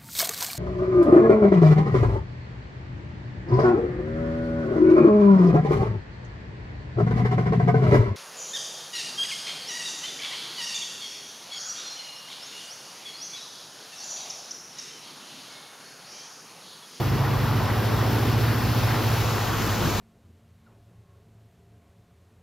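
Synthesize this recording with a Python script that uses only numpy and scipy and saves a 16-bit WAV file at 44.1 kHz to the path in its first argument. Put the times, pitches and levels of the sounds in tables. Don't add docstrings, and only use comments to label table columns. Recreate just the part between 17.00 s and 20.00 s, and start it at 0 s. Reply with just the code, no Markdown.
import sys
import numpy as np
from scipy import signal
from scipy.fft import rfft, irfft
from scipy.io import wavfile
from scipy.ndimage import uniform_filter1d

SR = 44100
rng = np.random.default_rng(int(sys.argv[2]) if len(sys.argv) > 2 else 0)


def waveform_to_disk(signal):
    frames = np.transpose(np.atleast_2d(signal))
    scaled = np.clip(frames, -1, 1) * 32767
    samples = np.round(scaled).astype(np.int16)
    wavfile.write(sys.argv[1], SR, samples)


N = 132300
T = np.arange(N) / SR

# time in seconds, firing rate in Hz.
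FIRING_RATE = [(0, 104.9), (.5, 109.4), (1, 111.2), (1.4, 114.3), (1.8, 116.1), (2.1, 112.6), (2.4, 109.9),
               (2.7, 104.9), (3, 102.9)]
CYLINDERS = 8
# time in seconds, level in dB.
EXHAUST_LEVEL = [(0, -29), (.3, -27), (.42, -29.5), (.5, -24.5), (.85, -25.3), (.95, -23.8), (1.3, -23.8),
                 (1.45, -21.5), (1.58, -26), (1.8, -22), (2.01, -27.5), (2.12, -22.5), (2.25, -27),
                 (2.38, -27), (2.57, -33), (2.66, -28.5), (3, -30)]
# multiple of the engine cycle, relative level in dB.
EXHAUST_ORDERS = [(4, -20), (5, -14.5), (6, -19.5), (7, -5.5), (8, 1.5), (9, -11), (10, -14), (11, -21)]
# multiple of the engine cycle, relative level in dB.
GROWL_ORDERS = [(16, 0.5), (17, 0), (19, -7), (21, -3), (24, -9)]
# time in seconds, level in dB.
GROWL_LEVEL = [(0, -42), (.8, -40.5), (1.25, -35.5), (1.85, -33.5), (2.05, -36.5), (2.25, -46.5), (3, -44)]
BOOM_ORDER = 3
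# time in seconds, level in dB.
BOOM_LEVEL = [(0, -60), (1.7, -52), (2.3, -44), (3, -40)]
# time in seconds, firing rate in Hz, level in dB.
FAR_ENGINE = [(0, 132, -28), (.35, 133.5, -28), (.6, 136, -31), (.85, 137, -37), (1.4, 137.6, -43),
              (3, 136.7, -61)]

# frequency in Hz, relative density in dB per Hz.
WAVE_COLOUR = [(200, -39), (340, -12), (450, -1.5), (570, -3.5), (750, -1), (1080, -1), (1250, -3.5),
               (1480, -4), (1700, -9.5), (1900, -8), (2200, -13.5), (3500, -20.5), (8000, -64)]
# frequency in Hz, relative density in dB per Hz.
SPRAY_COLOUR = [(700, -16), (1700, -5), (2600, 1), (3600, -.5), (5400, -2), (5900, -5), (6800, -10),
                (7800, -10), (8800, -11), (10500, -7.3), (13400, -7.2), (14600, -9), (15800, -14)]
# frequency in Hz, relative density in dB per Hz.
RUMBLE_COLOUR = [(22, -42), (31, -28), (42, -12), (65, -1), (100, -4), (150, -.5), (200, -3.5), (250, -7),
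                 (330, -7.5), (450, -10), (700, -33), (1500, -78)]
# time in seconds, rumble in dB, bow wave in dB, spray in dB.
WATER_LEVEL = [(0, -27.5, -34, -39), (.3, -29.5, -32, -40), (.55, -30.5, -32, -38.5),
               (.7, -30.5, -31.5, -38.5), (1.1, -30.5, -31.5, -37), (1.35, -30.5, -32.5, -37),
               (1.72, -31, -32, -36), (1.9, -31, -31, -34.7), (2.2, -30.5, -31, -34.7),
               (2.5, -30.5, -32, -35.7), (2.67, -28, -31, -35), (3, -27.5, -31.5, -34.3)]
# crest time in seconds, length in seconds, centre in Hz, crest level in dB.
SURGES = [(.24, .16, 780, -35), (.38, .16, 66, -32), (.68, .15, 860, -33.5), (.88, .22, 464, -33),
          (1.07, 0.17, 636, -36), (1.172, 0.22, 328, -35), (1.297, 0.14, 237, -34.5),
          (1.48, .18, 1400, -36.5), (1.64, .14, 72, -33), (1.82, 0.2, 74, -33), (1.89, .12, 1550, -34),
          (2.41, .16, 770, -35), (2.52, .2, 1200, -33.5)]
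SURGE_OCTAVES, SURGE_RISE = .36, .4
# frequency in Hz, relative density in dB per Hz.
SLOSH_COLOUR = [(170, -34), (255, 0.5), (370, 0), (650, -5.5), (1100, -29.5)]
# time in seconds, level in dB.
SLOSH_LEVEL = [(0, -52), (.85, -39), (1.35, -37), (1.8, -41), (2.2, -54), (3, -54)]
# frequency in Hz, relative density in dB per Hz.
FALLBACK_COLOUR = [(3000, -28), (5200, -6), (6200, 5.5), (7200, 3), (8400, -4), (12000, -29)]
# time in seconds, level in dB.
FALLBACK_LEVEL = [(0, -72), (1.6, -67), (2.2, -45.5), (3, -41)]

# frequency in Hz, left-right likeness (clipped to 0-1).
LIKENESS = [(40, 0.8), (400, .92), (570, .6), (800, .84), (1150, .88), (1450, .99), (1700, .999),
            (2300, .999), (2900, .97), (3300, .88), (5000, .82), (8100, .72), (8400, .999), (9100, .99),
            (10000, .73), (12600, .78), (12900, 1.1)]
# frequency in Hz, left over right in dB at a lean share of 1.
LEAN = [(100, -1.3), (280, .9), (470, 0), (650, 8), (850, 4.7), (1220, 4), (1420, 0)]
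LEAN_START, LEAN_PER_S = 0.2, 0.3
# frequency in Hz, left lead in radians.
PORT_PHASE = [(100, 0), (350, .15), (570, .55), (800, .1), (1100, .2), (1400, 0), (2400, 0), (3200, .35),
              (4200, .22), (5000, .55), (5350, .1), (5800, -1.55), (6300, -.95), (6900, -.85), (7550, -2.3),
              (8100, -2.45), (8400, -3.14), (9100, -3.2), (9900, -4), (11000, -4.65), (12650, -5.7),
              (12900, -6.283)]

BUBBLES_PER_S, BUBBLES_DB, BUBBLE_SPREAD_DB = 500, -8, 3.5
DROPS_PER_S, DROPS_DB, DROP_SPREAD_DB = 1800, -8, 2.5
EDGE_HZ = 15830


def amp(db):
    return 10 ** (np.asarray(db) / 20)


def unit(x):
    return x / np.sqrt(np.mean(x ** 2) + 1e-20)


def curve(table, column=1):
    columns = np.transpose(table)
    return np.interp(T, columns[0], columns[column])


def colour(table, hz):
    table_hz, value = np.transpose(table)
    return np.interp(np.log(hz + 1), np.log(table_hz + 1), value)


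def drift(hz):
    f = np.fft.rfftfreq(N, 1 / SR)
    spectrum = rfft(rng.standard_normal(N)) / (1 + (f / hz) ** 4)
    return unit(irfft(spectrum, N))


def rush(spectrum, patchy_db, flicker_db, size=512):
    hz, _, z = signal.stft(rng.standard_normal((2, N)), SR, nperseg=size)
    patches = uniform_filter1d(rng.standard_normal(z.shape[1:]), size=7, axis=0)
    patches = unit(uniform_filter1d(patches, size=10, axis=1))
    noise = signal.istft(z * amp(patchy_db * patches), nperseg=size)[1][:, :N]
    tint = amp(colour(spectrum, np.fft.rfftfreq(N, 1 / SR)))
    noise = irfft(rfft(noise) * tint, N)
    return unit(noise * amp(flicker_db * drift(15)))


def grains(per_s, low_hz, high_hz, cycles, glide, spread_db, count=36):
    out = np.zeros((2, N))
    for hz in np.geomspace(low_hz, high_hz, count):
        age = np.arange(4096) / SR * hz / cycles
        envelope = np.exp(-3 * age) * (1 - np.exp(-20 * age))
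        phase = 2 * np.pi * cycles * age * (1 + glide * np.minimum(age, 2))
        ring = envelope * np.sin(phase)
        starts = rng.random((2, N)) < per_s / count / SR
        hits = starts * amp(spread_db * np.minimum(rng.exponential(1, N), 4))
        out += signal.oaconvolve(hits, unit(ring)[None], axes=1)[:, :N]
    return unit(out)


def pickup(jitter=0.002, rough=0.13, growl_rough=0.37, balance_db=-1.3):
    firing_hz = curve(FIRING_RATE) * (1 + jitter * drift(9.1))
    turns = np.cumsum(firing_hz) / CYLINDERS / SR

    def lines(orders, waver):
        total = 0
        for order, db in orders:
            strength = amp(db) * (1 + waver * drift(14.3))
            total = total + strength * np.cos(2 * np.pi * (round(order) * turns + rng.random()))
        return unit(total)

    exhaust = lines(EXHAUST_ORDERS, rough) * amp(curve(EXHAUST_LEVEL))
    growl = lines(GROWL_ORDERS, growl_rough) * amp(curve(GROWL_LEVEL))
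    boom = lines([(BOOM_ORDER, 0)], rough) * amp(curve(BOOM_LEVEL))
    left_right = amp([[balance_db / 2], [-balance_db / 2]])
    return (exhaust + growl + boom) * left_right


def bow_wave():
    bubbles = grains(BUBBLES_PER_S, low_hz=416.3, high_hz=1903, cycles=13, glide=0.041,
                     spread_db=BUBBLE_SPREAD_DB)
    wave = rush(WAVE_COLOUR, patchy_db=1, flicker_db=0.0)
    return (wave + amp(BUBBLES_DB) * bubbles) * amp(curve(WATER_LEVEL, column=2))


def surges():
    octave = np.log2(np.fft.rfftfreq(N, 1 / SR) + 1)
    out = np.zeros((2, N))
    for crest, length, hz, db in SURGES:
        band = np.exp(-.5 * ((octave - np.log2(hz)) / SURGE_OCTAVES) ** 2)
        age = (T - crest) / length
        swell = np.exp(-(age / np.where(age < 0, SURGE_RISE, 1 - SURGE_RISE)) ** 2)
        noise = unit(irfft(rfft(rng.standard_normal((2, N))) * band, N))
        out += noise * swell * amp(db)
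    return out


def spray():
    drops = grains(DROPS_PER_S, low_hz=1910, high_hz=6100, cycles=4.9, glide=0.034,
                   spread_db=DROP_SPREAD_DB)
    hiss = rush(SPRAY_COLOUR, patchy_db=0.9, flicker_db=0.5)
    sheets = (hiss + amp(DROPS_DB) * drops) * amp(curve(WATER_LEVEL, column=3))
    fallback = rush(FALLBACK_COLOUR, patchy_db=0.5, flicker_db=0.8) * amp(curve(FALLBACK_LEVEL))
    return sheets + fallback


def slosh():
    return rush(SLOSH_COLOUR, patchy_db=1.0, flicker_db=0.7) * amp(curve(SLOSH_LEVEL))


def rumble():
    return rush(RUMBLE_COLOUR, patchy_db=1, flicker_db=1.04) * amp(curve(WATER_LEVEL, column=1))


def far_engine(rough=0.15):
    turns = np.cumsum(curve(FAR_ENGINE)) / SR + rng.random()
    note = np.sin(2 * np.pi * turns) * (1 + rough * drift(13))
    return unit(note) * amp(curve(FAR_ENGINE, column=2))


def place(pair):
    hz, t, (a, b) = signal.stft(pair, SR, nperseg=1024, noverlap=768)
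    like = np.clip(colour(LIKENESS, hz), 0, 1)[:, None]
    mid = a * np.sqrt((1 + like) / 2)
    side = b * np.sqrt((1 - like) / 2)
    lean = amp(colour(LEAN, hz)[:, None] * (LEAN_START + LEAN_PER_S * t))
    lead = np.exp(1j * colour(PORT_PHASE, hz))[:, None]
    keep_power = np.sqrt(2 / (1 + lean ** 2))
    z = np.array([(mid + side) * lean * lead, mid - side]) * keep_power
    return signal.istft(z, nperseg=1024, noverlap=768)[1][:, :N]


def scene():
    water = bow_wave() + surges() + spray() + slosh() + rumble()
    return pickup() + place(water) + far_engine()


def record(dry):
    low_pass = signal.firwin(801, EDGE_HZ, window=("kaiser", 9), fs=SR)
    return signal.oaconvolve(dry, low_pass[None], "same")


dry = scene()
out = record(dry)
waveform_to_disk(out)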